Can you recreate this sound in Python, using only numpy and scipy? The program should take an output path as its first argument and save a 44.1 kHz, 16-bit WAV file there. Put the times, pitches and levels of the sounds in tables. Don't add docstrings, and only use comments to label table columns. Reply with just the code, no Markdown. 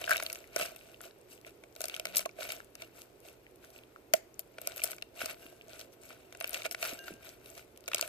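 import sys
import numpy as np
from scipy import signal
from scipy.fft import rfft, irfft, next_fast_len
from scipy.io import wavfile
from scipy.ndimage import uniform_filter1d

SR = 44100
rng = np.random.default_rng(int(sys.argv[2]) if len(sys.argv) > 2 else 0)


def field_ratio(decibels):
    return 10 ** (np.asarray(decibels, dtype=float) / 20)


def generate_wav(sig):
    pcm = np.round(np.clip(np.atleast_2d(sig).T, -1, 1) * 32767).astype(np.int16)
    wavfile.write(sys.argv[1], SR, pcm)


N = 356328

# pitch in Hz, width in Hz, level in dB.
HOLLOW = [(667.5, 60.4, 9), (365, 330, -9.5)]
# pitch in Hz, width in Hz, level in dB.
BOWL_AIR = [(1454, 210, 12.5), (1590, 41, -15), (1850, 2500, 1)]
# pitch in Hz, width in Hz, level in dB.
UPPER_AIR = [(2263, 160, 15.5), (2753, 220, 13.5), (3140, 250, 8.5), (3790, 200, 9), (4410, 200, 4)]
# pitch in Hz, width in Hz, level in dB.
CRACK = [(5380, 3900, -2), (7360, 890, 1.5), (7910, 1040, 1), (11040, 810, 2.5), (13250, 1330, 4),
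         (14470, 1200, -2)]


def rms_one(x):
    return x / np.sqrt(np.mean(x ** 2) + 1e-20)


def poles(hz, width_hz):
    r = np.exp(-np.pi * width_hz / SR)
    return np.array([1, -2 * r * np.cos(2 * np.pi * hz / SR), r * r])


def resonate(x, modes, extra_db):
    out = 0
    for k, (hz, width_hz, db) in enumerate(modes):
        a = poles(hz, width_hz)
        b = [(1 - a[2]) / 2, 0, (a[2] - 1) / 2]
        out = out + (-1) ** k * signal.lfilter(b, a, field_ratio(db + extra_db[k]) * x)
    return out


def add(track, s, sound):
    i = round(s * SR)
    track[..., i:i + sound.shape[-1]] += sound[..., :N - i]


def two_paths(x, other, lag, alike):
    alike = np.clip(alike, 0, 1)
    right = alike * x + np.sqrt(1 - alike ** 2) * other
    return np.array([x, np.roll(right, lag)])


def room_tone():
    # frequency in Hz, level in dB per Hz.
    tone_points = np.array([(26, -19), (45, -4), (117, -7.5), (200, -10), (377, 1), (646, -15),
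                            (786, -11.5), (2730, -21), (9510, -32), (13700, -24.5), (15500, -32)])
    # frequency in Hz, level in dB rms.
    mains_lines = [(120, -74.5)]
    size = next_fast_len(N)
    hz = np.maximum(np.arange(size // 2 + 1) * SR / size, 1)
    common, left, right = rfft(rng.standard_normal((3, size)))
    alike = .9 / (1 + (hz / 800) ** 4)
    both = np.sqrt(alike) * common + np.sqrt(1 - alike) * np.array([left, right])
    colour = field_ratio(np.interp(np.log(hz), np.log(tone_points[:, 0]), tone_points[:, 1]))
    hiss = field_ratio(-60.5) * rms_one(irfft(both * colour, size)[:, :N])
    t = np.arange(N) / SR
    hum = sum(np.sqrt(2) * field_ratio(db) * np.sin(2 * np.pi * line_hz * t) for line_hz, db in mains_lines)
    return hiss + hum


def port_noise():
    band = signal.butter(2, [45, 170], "band", fs=SR, output="sos")
    low = signal.sosfilt(band, rng.standard_normal((2, N)))
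    smack_db = uniform_filter1d(peeling()[0], size=8000)
    port_db = np.array([-70.0, -71.5])[:, None]
    return field_ratio(port_db + 0.45 * (smack_db + 62)) * rms_one(low)


def motor_buzz():
    partials_db = [-56, -60]
    start, end, buzz_hz = 2.05, 2.25, 187.4
    out, t = np.zeros((2, N)), np.arange(SR) / SR
    on = np.clip(np.minimum(t, end - start - t) / 0.017, 0, 1)
    buzz = sum(field_ratio(db) * np.sin(2 * np.pi * (k + 1) * buzz_hz * t) for k, db in enumerate(partials_db))
    add(out[0], start, on * buzz)
    return out


def wall_pings():
    # start in seconds, then the level of each wall mode in dB.
    touches = [
        (5.26, -52.5, -90, -90, -90),
        (5.42, -52, -59.5, -67.5, -90),
        (6.988, -56, -46, -58, -66),
    ]
    # time to fall 60 dB in seconds, right port against left in dB.
    wall_modes = [(2.1, -53), (0.75, -7.5), (0.44, 11.5), (0.3, 9)]
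    wall_hz = [684, 1588, 2815, 6200]
    out, t = np.zeros((2, N)), np.arange(SR) / SR
    for s, *levels_db in touches:
        for hz, db, (t60_s, right_db) in zip(wall_hz, levels_db, wall_modes):
            beat = 1 + 0.15 * np.cos(2 * np.pi * hz / 167.0 * t)
            ring = field_ratio(db - 60 * t / t60_s) * np.sin(2 * np.pi * hz * t) * beat
            add(out, s, ring * [[1], [field_ratio(right_db)]])
    return out


def thuds():
    # start in seconds, peak in dB, pitch in Hz.
    bumps = [
        (4.137, -34.5, 290),
        (5.236, -37.5, 330),
        (5.455, -45, 346),
        (6.929, -36.5, 330),
        (7.106, -36, 400),
        (7.117, -39, 232),
        (7.138, -44, 300),
        (0.62, -43, 222),
    ]
    t60_s, sag, sag_s = 0.035, 0.41, 0.0097
    out, t = np.zeros(N), np.arange(SR // 4) / SR
    sagging = t * (1 - sag) + sag * sag_s * (1 - np.exp(-t / sag_s))
    rise = np.minimum(t / 0.00095, 1)
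    for s, db, hz in bumps:
        add(out, s, field_ratio(db - 60 * t / t60_s) * np.sin(2 * np.pi * hz * sagging) * rise)
    return out


def ticks():
    # start in seconds, peak in dB, pitch in Hz.
    bubbles = [(0.16, -31, 2340), (0.441, -52, 2000), (0.811, -54, 2450), (0.944, -51.5, 2840),
               (1.11, -57, 3670), (1.213, -58, 7440), (1.378, -59, 2490), (1.448, -49.5, 2080),
               (2.2539, -40, 2270), (2.312, -58, 5000), (2.603, -45, 1310), (3.466, -54, 2330),
               (3.6421, -53.5, 1350), (3.762, -52, 2640), (3.7883, -53.5, 2840), (3.836, -54, 2740),
               (3.9609, -49.5, 1310), (4.1368, -22, 6600), (4.136, -25, 1990), (4.1387, -30, 4400),
               (4.3425, -53, 6740), (4.475, -65, 10000), (5.6116, -50, 2400), (6.017, -55, 7950),
               (6.035, -51, 8000), (6.4246, -41, 9300), (6.5074, -39, 10500), (6.633, -50, 9000),
               (7.5014, -45, 8000), (7.86, -55, 4940)]
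    out, ms = np.zeros((2, N)), np.arange(2048) / SR * 1000
    for s, db, hz in bubbles:
        burst = rng.standard_normal((2, 2048)) * np.exp(-ms / .6) * (ms < 40)
        bubble = [(hz, .4 * hz, 0)]
        rung = resonate(two_paths(*burst, lag=9, alike=.85), bubble, [0])
        rung = resonate(rung, bubble, [0])
        add(out, s, field_ratio(db + 13.5) * rung / np.abs(rung).max())
    return out


def snaps():
    # start in seconds, level in dB, pitch in Hz.
    threads = [(0.014, -34, 4870), (0.029, -44, 8600), (0.0518, -37, 4500), (0.0614, -34, 3600),
               (0.0656, -32, 3200), (0.0727, -59, 6600), (0.179, -30, 3500), (0.2303, -29, 10300),
               (0.2509, -46, 3400), (0.3208, -35, 7000), (0.349, -35, 5800), (0.3654, -42, 7850),
               (0.3887, -43, 7500), (0.4748, -45.5, 6560), (0.5321, -50, 5500), (0.597, -35, 3830),
               (0.6123, -25, 2680), (0.6936, -43, 4000), (0.7695, -45, 12100), (0.7909, -46, 4400),
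               (0.8774, -49, 3300), (0.9167, -48, 5800), (1.015, -33, 10500), (1.082, -52, 4700),
               (1.1872, -55, 11700), (1.3188, -53, 7400), (1.377, -52, 8600), (1.4137, -44, 8700),
               (1.465, -47, 5400), (1.7262, -53, 4400), (1.753, -42, 5600), (1.9492, -32, 3970),
               (1.9544, -43, 3800), (2.0896, -41, 5100), (2.1249, -44, 2700), (2.1323, -45, 3200),
               (2.1401, -51, 3100), (2.1495, -27, 3000), (2.1599, -29, 12200), (2.408, -35, 3200),
               (2.4256, -47, 8000), (2.4313, -32, 3500), (2.442, -46, 7400), (2.5659, -39, 4500),
               (2.5838, -53, 8100), (2.646, -42.5, 9200), (2.8754, -55, 4600), (3.0186, -36.5, 5700),
               (3.1297, -55, 7700), (3.2032, -44.5, 12200), (3.252, -46, 3300), (3.3295, -45, 10500),
               (3.5116, -54, 8800), (3.5587, -46, 9200), (3.6473, -41, 7500), (3.7037, -42, 12100),
               (3.767, -59, 8400), (4.5402, -57, 6000),
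               (4.6077, -52, 10700), (4.7205, -35, 3400), (4.803, -37, 2800), (4.8191, -46, 3000),
                    (4.8249, -38, 11700), (4.8378, -10.5, 12700), (4.8556, -25, 11600), (4.8757, -32, 4800),
                    (4.947, -41, 8600), (4.9519, -50, 6700), (4.9649, -41, 7700), (5.014, -49, 3500),
                    (5.024, -33, 3230), (5.161, -43, 8000), (5.1944, -41, 5200), (5.221, -31, 3200),
                    (5.458, -45, 10800), (5.4657, -57, 3060), (5.6205, -49, 3500), (5.6825, -45, 5900),
                    (5.695, -45, 3200), (5.7332, -39, 4800), (5.9226, -53, 7200), (6.0263, -50, 13600),
                    (6.0914, -40.5, 5200), (6.3266, -39, 7400), (6.332, -49, 3100), (6.3726, -41, 9400),
                    (6.4089, -40, 3800), (6.4567, -43, 7300), (6.4728, -29, 13300), (6.5407, -24, 13600),
                    (6.5438, -28, 3840), (6.5489, -32, 3500), (6.5631, -39, 7000), (6.57, -34, 3100),
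                    (6.575, -37, 3700), (6.6336, -35, 6200), (6.661, -30, 6600), (6.6934, -48, 6300),
                    (6.9348, -34, 5100), (6.991, -33.5, 4400), (7.041, -44, 3400), (7.1387, -40, 7200),
                    (7.2913, -35, 6100), (7.4914, -49, 9100), (7.5523, -41, 5200), (7.5784, -36, 4400),
                    (7.7615, -51, 3100), (7.7754, -38, 9400), (7.8074, -45, 10800), (7.8405, -46, 3700),
                    (7.9167, -41, 2530), (7.9736, -39, 3100), (7.9855, -28, 5800), (8.0209, -34, 7600),
                    (8.0252, -28, 5000), (8.0769, -31, 9100)]
    out, ms = np.zeros((2, N)), np.arange(512) / SR * 1000
    for s, db, hz in threads:
        burst = rng.standard_normal((2, 512)) * np.exp(-ms / 0.22)
        rung = resonate(two_paths(*burst, lag=12, alike=0.74), [(hz, 0.76 * hz, 0)], [0])
        add(out, s, field_ratio(db + 7.5) * rung / np.abs(rung).max())
    return out


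def gurgles():
    # start in seconds, peak in dB, pitch in Hz.
    pockets = [(0.077, -18, 1590), (0.094, -16.5, 1500), (0.1077, -11, 1620), (0.1103, -20, 1310),
               (0.115, -6.5, 1546), (0.123, -17, 1610), (0.126, -16, 1550), (0.132, -30, 1480),
               (0.145, -19, 1540), (2.26, -27.5, 1095), (2.387, -33.5, 660), (4.1363, -18.5, 644.7)]
    fall_cycles, rise_cycles = 29, 1.54
    out, t = np.zeros(N), np.arange(SR // 8) / SR
    for s, db, hz in pockets:
        cycles = hz * t
        lift = 0.069 * (640 / hz) ** 2
        turns = cycles - lift * 2 * (1 - np.exp(-cycles / 2))
        swell = np.minimum(cycles / rise_cycles, 1)
        add(out, s, field_ratio(db - 60 * cycles / fall_cycles) * np.sin(2 * np.pi * turns) * swell)
    return two_paths(out, out, lag=5, alike=1)


def peeling():
    # crest in seconds, level in dB, length in seconds, dryness in dB.
    pressing = [(0.01, -51, 0.54, -17), (0.121, -37, 0.11, -20), (0.254, -54.5, 0.27, -12),
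                (1.825, -54, 0.097, -8), (1.937, -51.5, 0.14, -17), (2.086, -53, 0.1, -16.5),
                (2.148, -44, 0.029, -37), (2.174, -48, 0.023, 8.5), (2.207, -47.5, 0.036, -7.5),
                (4.154, -55.5, 0.038, -2), (4.399, -69, 0.021, 7), (4.683, -54, 0.22, -15),
                (4.776, -47.5, 0.039, -13.5), (4.855, -49, 0.13, -10), (6.453, -54.5, 0.22, -16),
                (6.555, -46, 0.14, -16), (6.654, -37, 0.024, -18.5), (6.721, -51, 0.022, -2.5),
                (7.958, -51.5, 0.19, -17), (8.037, -52, 0.11, -11.5)]
    # crest in seconds, level in dB, length in seconds, dryness in dB.
    turning = [(0.606, -39, 0.12, -14.5), (0.81, -63, 0.37, -12.5), (1.04, -54, 0.077, -13),
               (1.321, -62, 0.085, -6), (1.473, -58.5, 0.068, -13.5), (2.423, -42.5, 0.096, -16),
               (2.509, -48.5, 0.12, -12), (2.815, -54.5, 0.087, -17), (2.985, -59.5, 0.11, -10),
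               (3.267, -61.5, 0.12, -10.5), (3.645, -64, 0.1, -11.5), (3.76, -63.5, 0.099, -10.5),
               (5.934, -64, 0.024, -10), (6.232, -68.5, 0.24, -14), (5.218, -44, 0.12, -15),
               (5.299, -44.5, 0.048, -15), (5.43, -61.5, 0.23, -10), (5.728, -56, 0.16, -16.5),
               (5.8, -58, 0.071, -7), (6.047, -62, 0.092, -7.5), (6.111, -56.5, 0.1, -17),
               (6.854, -41.5, 0.15, -13.5), (7.073, -53, 0.11, -14.5), (7.264, -54, 0.13, -14),
               (7.487, -63, 0.23, -9), (7.576, -54, 0.066, -13.5)]
    rise_share, roundness, fade_db = 0.57, 1.405, 21.5
    resting_db = -78
    t = np.arange(0, N + 64, 64) / SR
    smack, fizz = field_ratio(2 * resting_db), field_ratio(2 * (resting_db - 9.5))
    for s, db, length_s, dry_db in pressing + turning:
        away = np.where(t < s, (s - t) / rise_share, t - s) / max(length_s, .01)
        power = field_ratio(2 * np.maximum(db - fade_db * away ** roundness, -200))
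        smack = smack + power
        fizz = fizz + power * field_ratio(2 * dry_db)
    return [np.interp(np.arange(N) / SR, t, 10 * np.log10(p)) for p in (smack, fizz)]


def clumping():
    return rms_one(uniform_filter1d(rng.standard_normal(N), size=300))


def peel():
    smack_db, fizz_db = peeling()
    hollow_db = -45.5 + 0.78 * (smack_db + 53.5)
    # modes, level in dB, snaps per second, hiss share, likeness of the ports, lag in samples.
    voices = [(HOLLOW, hollow_db - 12.5, 500., .1, .95, 6), (BOWL_AIR, smack_db - 0.5, 600., .08, .9, 1),
              (UPPER_AIR, smack_db + 0.075, 900., .08, .7, 10), (CRACK, fizz_db + 16.0, 800., .22, .6, 11)]
    out = 0
    tearing = clumping()
    for modes, level_db, per_s, hiss, alike, lag in voices:
        clumps = field_ratio(2.5 * tearing + 3.0 * clumping())
        sizes = field_ratio(2.4 * np.minimum(rng.exponential(1, (2, N)), 3)) * rng.choice([-1, 1], (2, N))
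        clicks = sizes * (rng.random(N) < per_s * clumps / SR) + hiss * rng.standard_normal((2, N))
        colour_db = 4.07 * rng.standard_normal((len(modes), N // 128 + 1))
        colour_db = np.repeat(colour_db, 128, axis=1)[:, :N]
        rung = resonate(two_paths(*clicks, lag, alike), modes, colour_db)
        out = out + field_ratio(level_db) * rung / np.std(rung[0])
    return out


def pops():
    # start in seconds, peak in dB,
    # pitch in octaves above the hollow, narrowness in dB per octave.
    first_squeeze = [(0.0146, -37.5, 1.5, 2), (0.0405, -22, 2, 10.5), (0.0779, -22.5, 0.6, 20),
                     (0.0938, -27, 3.5, 4.5), (0.1076, -26, 5, 0.5), (0.1137, -23.5, 2.9, 6),
                     (0.1225, -24, 1.3, 9), (0.1329, -22, 2.5, 8), (0.1681, -22.5, 3, 6.5),
                     (0.1783, -17.5, 2.5, 18), (0.1983, -21, 1.2, 29), (0.2244, -24.5, 2, 7),
                     (0.2344, -24.5, 4.5, 10), (0.2632, -16, 2.5, 14.5), (0.2991, -23.5, 2.5, 12),
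                     (0.3283, -27.5, 4, 5.5), (0.3562, -29.5, 2.5, 8.5), (0.5617, -37.5, -10, -1),
                     (0.5959, -30.5, 1, 3.5), (0.6112, -24.5, 1.5, 8.5), (0.6261, -35.5, 1, 3),
                     (0.7611, -39.5, 4.5, 2), (1.0054, -35, 1, 17), (1.4659, -41, 2.5, 6),
                     (1.6365, -38, 1.6, 10.5)]
    second_squeeze = [(1.762, -39, 2.3, 4.7), (1.806, -29, 2.6, 3.5), (1.8158, -25.5, 3.54, 9),
                      (1.8405, -28, 3, 2), (1.855, -32, 3.6, 5.2), (1.883, -31, 3.7, 4.9),
                      (1.8967, -25.5, 2.06, 10.4), (1.941, -23, 2.13, 15), (1.964, -21.5, 2.7, 10.7),
                      (1.997, -21.5, 2.6, 7), (2.0536, -20.5, 2.4, 7.3), (2.069, -28.5, 2.2, 9.7),
                      (2.158, -18.5, 4.3, 10), (2.1683, -14, 4.17, 9.1), (2.181, -11, 4.34, 18),
                      (2.1925, -18, 2.7, 8.2), (2.2577, -25.5, 1.5, 4), (2.2917, -33.5, 1.93, 13.5),
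                      (2.4908, -32, 2.3, 4.5), (2.5026, -25.5, 2.15, 13), (2.52, -27, 2.87, 4.4),
                      (2.753, -37, 2.8, 4.7), (2.82, -27, 2.58, 10.7), (3.285, -40.5, 2.4, 8.3)]
    third_squeeze = [(4.1365, -15.5, 2.1, 2.55), (4.393, -27, 4.1, 4.9), (4.5827, -28.5, 1.4, 15.7),
                     (4.6153, -32.5, 5.2, 3.8), (4.6726, -18, 4.54, 4.4), (4.7615, -37, 4.1, 3.9),
                     (4.7783, -32.5, 3.7, 10), (4.795, -29.5, 2.1, 10.6), (4.8173, -27, 2.2, 19),
                     (4.837, -20, 5.3, 5.2), (4.841, -15, 4.56, 5.8), (4.9087, -35, 3.5, 4.8),
                     (4.9157, -30, 3.9, 6.1), (4.9304, -24.5, 1.6, 23), (4.9827, -31.5, 1.7, 11),
                     (5.0227, -22.5, 2.3, 13.8), (5.204, -26.5, 2.4, 15), (5.215, -31, 1.7, 4.9),
                     (5.2583, -27.5, 3.1, 3.6), (5.4643, -35, 2.2, 32), (5.7936, -42.5, 2.9, 4.1),
                     (5.812, -30.5, 2.53, 9.4)]
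    fourth_squeeze = [(6.3245, -35.5, 1.97, 8.6), (6.349, -35.5, 0.87, 7.7), (6.4022, -29.5, 4.8, 5.2),
                      (6.409, -24.5, 1.55, 7), (6.4426, -18, 2.17, 11.8), (6.4763, -25, 4.9, 6.6),
                      (6.4939, -23, 4.8, 8.4), (6.531, -30, 3.2, 5.2), (6.5438, -18.5, 2.24, 9),
                      (6.564, -39, 2.8, 8.2), (6.6193, -27, 2.3, 12.5), (6.6485, -32, 2.3, 8.5),
                      (6.6549, -31.5, 1.2, 5.1), (6.663, -26.5, 2.25, 6.5), (6.7119, -21.5, 3, 9.1),
                      (6.7464, -16, 1.56, 17.8), (6.827, -17, 1.92, 7.8), (6.8926, -23.5, 2.44, 10),
                      (7.0796, -28, 1.14, 20), (7.4588, -34, 2.6, 12), (7.774, -41.5, 6.5, 2.1)]
    fifth_squeeze = [(7.8785, -21.5, 2.4, 8.5), (7.8844, -32.5, 2.8, 3.8), (7.9153, -22.5, 1.37, 21),
                     (7.9326, -13.5, 1.78, 21), (7.9457, -15.5, 3.02, 6.8), (7.9594, -23, 2.9, 15),
                     (7.969, -26, 2.2, 20), (7.9813, -22, 2.63, 13), (7.9934, -22.5, 1.22, 28),
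                     (8.0115, -17.5, 3.36, 9.6), (8.0254, -19.5, 1.8, 8.9)]
    group_octaves = np.array([0, 1.16, 2.16, 3.8])
    # modes, level in dB, burst in ms, spread in dB, likeness of the ports,
    # share of the path lag, softness of the start, first spike.
    groups = [(HOLLOW, 3.0, .35, 1.5, .97, .8, .8, .01), (BOWL_AIR, 0.3, 1.3, 2.5, .95, .12, 1.2, .1),
              (UPPER_AIR, 0.3, .6, 2.0, .8, .7, .8, .6), (CRACK, 11.0, 1.1, 1.5, .8, 1., .15, 1.5)]
    out, ms = np.zeros((2, N)), np.arange(2048) / SR * 1000
    squeezes = first_squeeze + second_squeeze + third_squeeze + fourth_squeeze + fifth_squeeze
    for s, peak_db, octave, narrow_db in squeezes:
        levels_db = peak_db - narrow_db * np.abs(group_octaves - octave)
        noise, spread, chance = rng.standard_normal((2, 2048)), rng.standard_normal(8), rng.random(2)
        lag = 8 + 12 * chance[0]
        for db, (modes, trim_db, burst_ms, spread_db, alike, share, soft, spike) in zip(levels_db, groups):
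            age = ms / (burst_ms * (.6 + .8 * chance[1]))
            shape = age ** soft * np.exp(-age) + spike * np.exp(-ms / 0.027)
            burst = noise * shape * (ms < 40)
            mode_octaves = np.log2(np.array(modes)[:, 0] / HOLLOW[0][0])
            lean_db = -.55 * (narrow_db + 4.0) * np.abs(mode_octaves - octave)
            struck = two_paths(*burst, round(share * lag), alike)
            rung = resonate(struck, modes, spread_db * spread[:len(modes)] + lean_db)
            add(out, s, field_ratio(db + trim_db) * rung / np.abs(rung).max())
    return out


def room(x):
    t60_s, first_echo_s = .3, 0.0063
    t = np.arange(SR // 2) / SR
    tail = rng.standard_normal((2, len(t))) * field_ratio(-60 * t / t60_s) * (t > first_echo_s)
    tail = signal.lfilter([1], [1, -.4], tail)
    tail = tail / np.sqrt(np.sum(tail ** 2, axis=1, keepdims=True))
    return field_ratio(-26) * signal.fftconvolve(x, tail, axes=1)[:, :N]


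def right_port(x):
    # resonance in Hz, its width in Hz, notch in Hz, its width in Hz.
    cavity = [(592.3, 183, 949, 750), (1482, 325, 1580, 330), (2510, 646, 2760, 1500),
              (6630, 1770, 7320, 1120)]
    for hz, width_hz, notch_hz, notch_width_hz in cavity:
        a, b = poles(hz, width_hz), poles(notch_hz, notch_width_hz)
        x = signal.lfilter(b * a.sum() / b.sum(), a, x)
    treble = signal.sosfilt(signal.butter(1, 2200, "high", fs=SR, output="sos"), x)
    return field_ratio(-1) * (x + (field_ratio(10.5) - 1) * treble)


def scene():
    near = pops() + ticks() + peel() + thuds() + gurgles() + snaps()
    left, right = near + room(near) + room_tone()
    through_solids = wall_pings() + motor_buzz()
    return np.array([left, right_port(right)]) + through_solids + port_noise()


def roll_off(x):
    return signal.sosfilt(signal.butter(12, 16470, fs=SR, output="sos"), x)


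def record(dry):
    steep = signal.ellip(6, 1, 24, 14620, fs=SR, output="sos")
    cut = signal.sosfilt(steep, dry)
    return roll_off(cut)


dry = scene()
out = record(dry)
generate_wav(out)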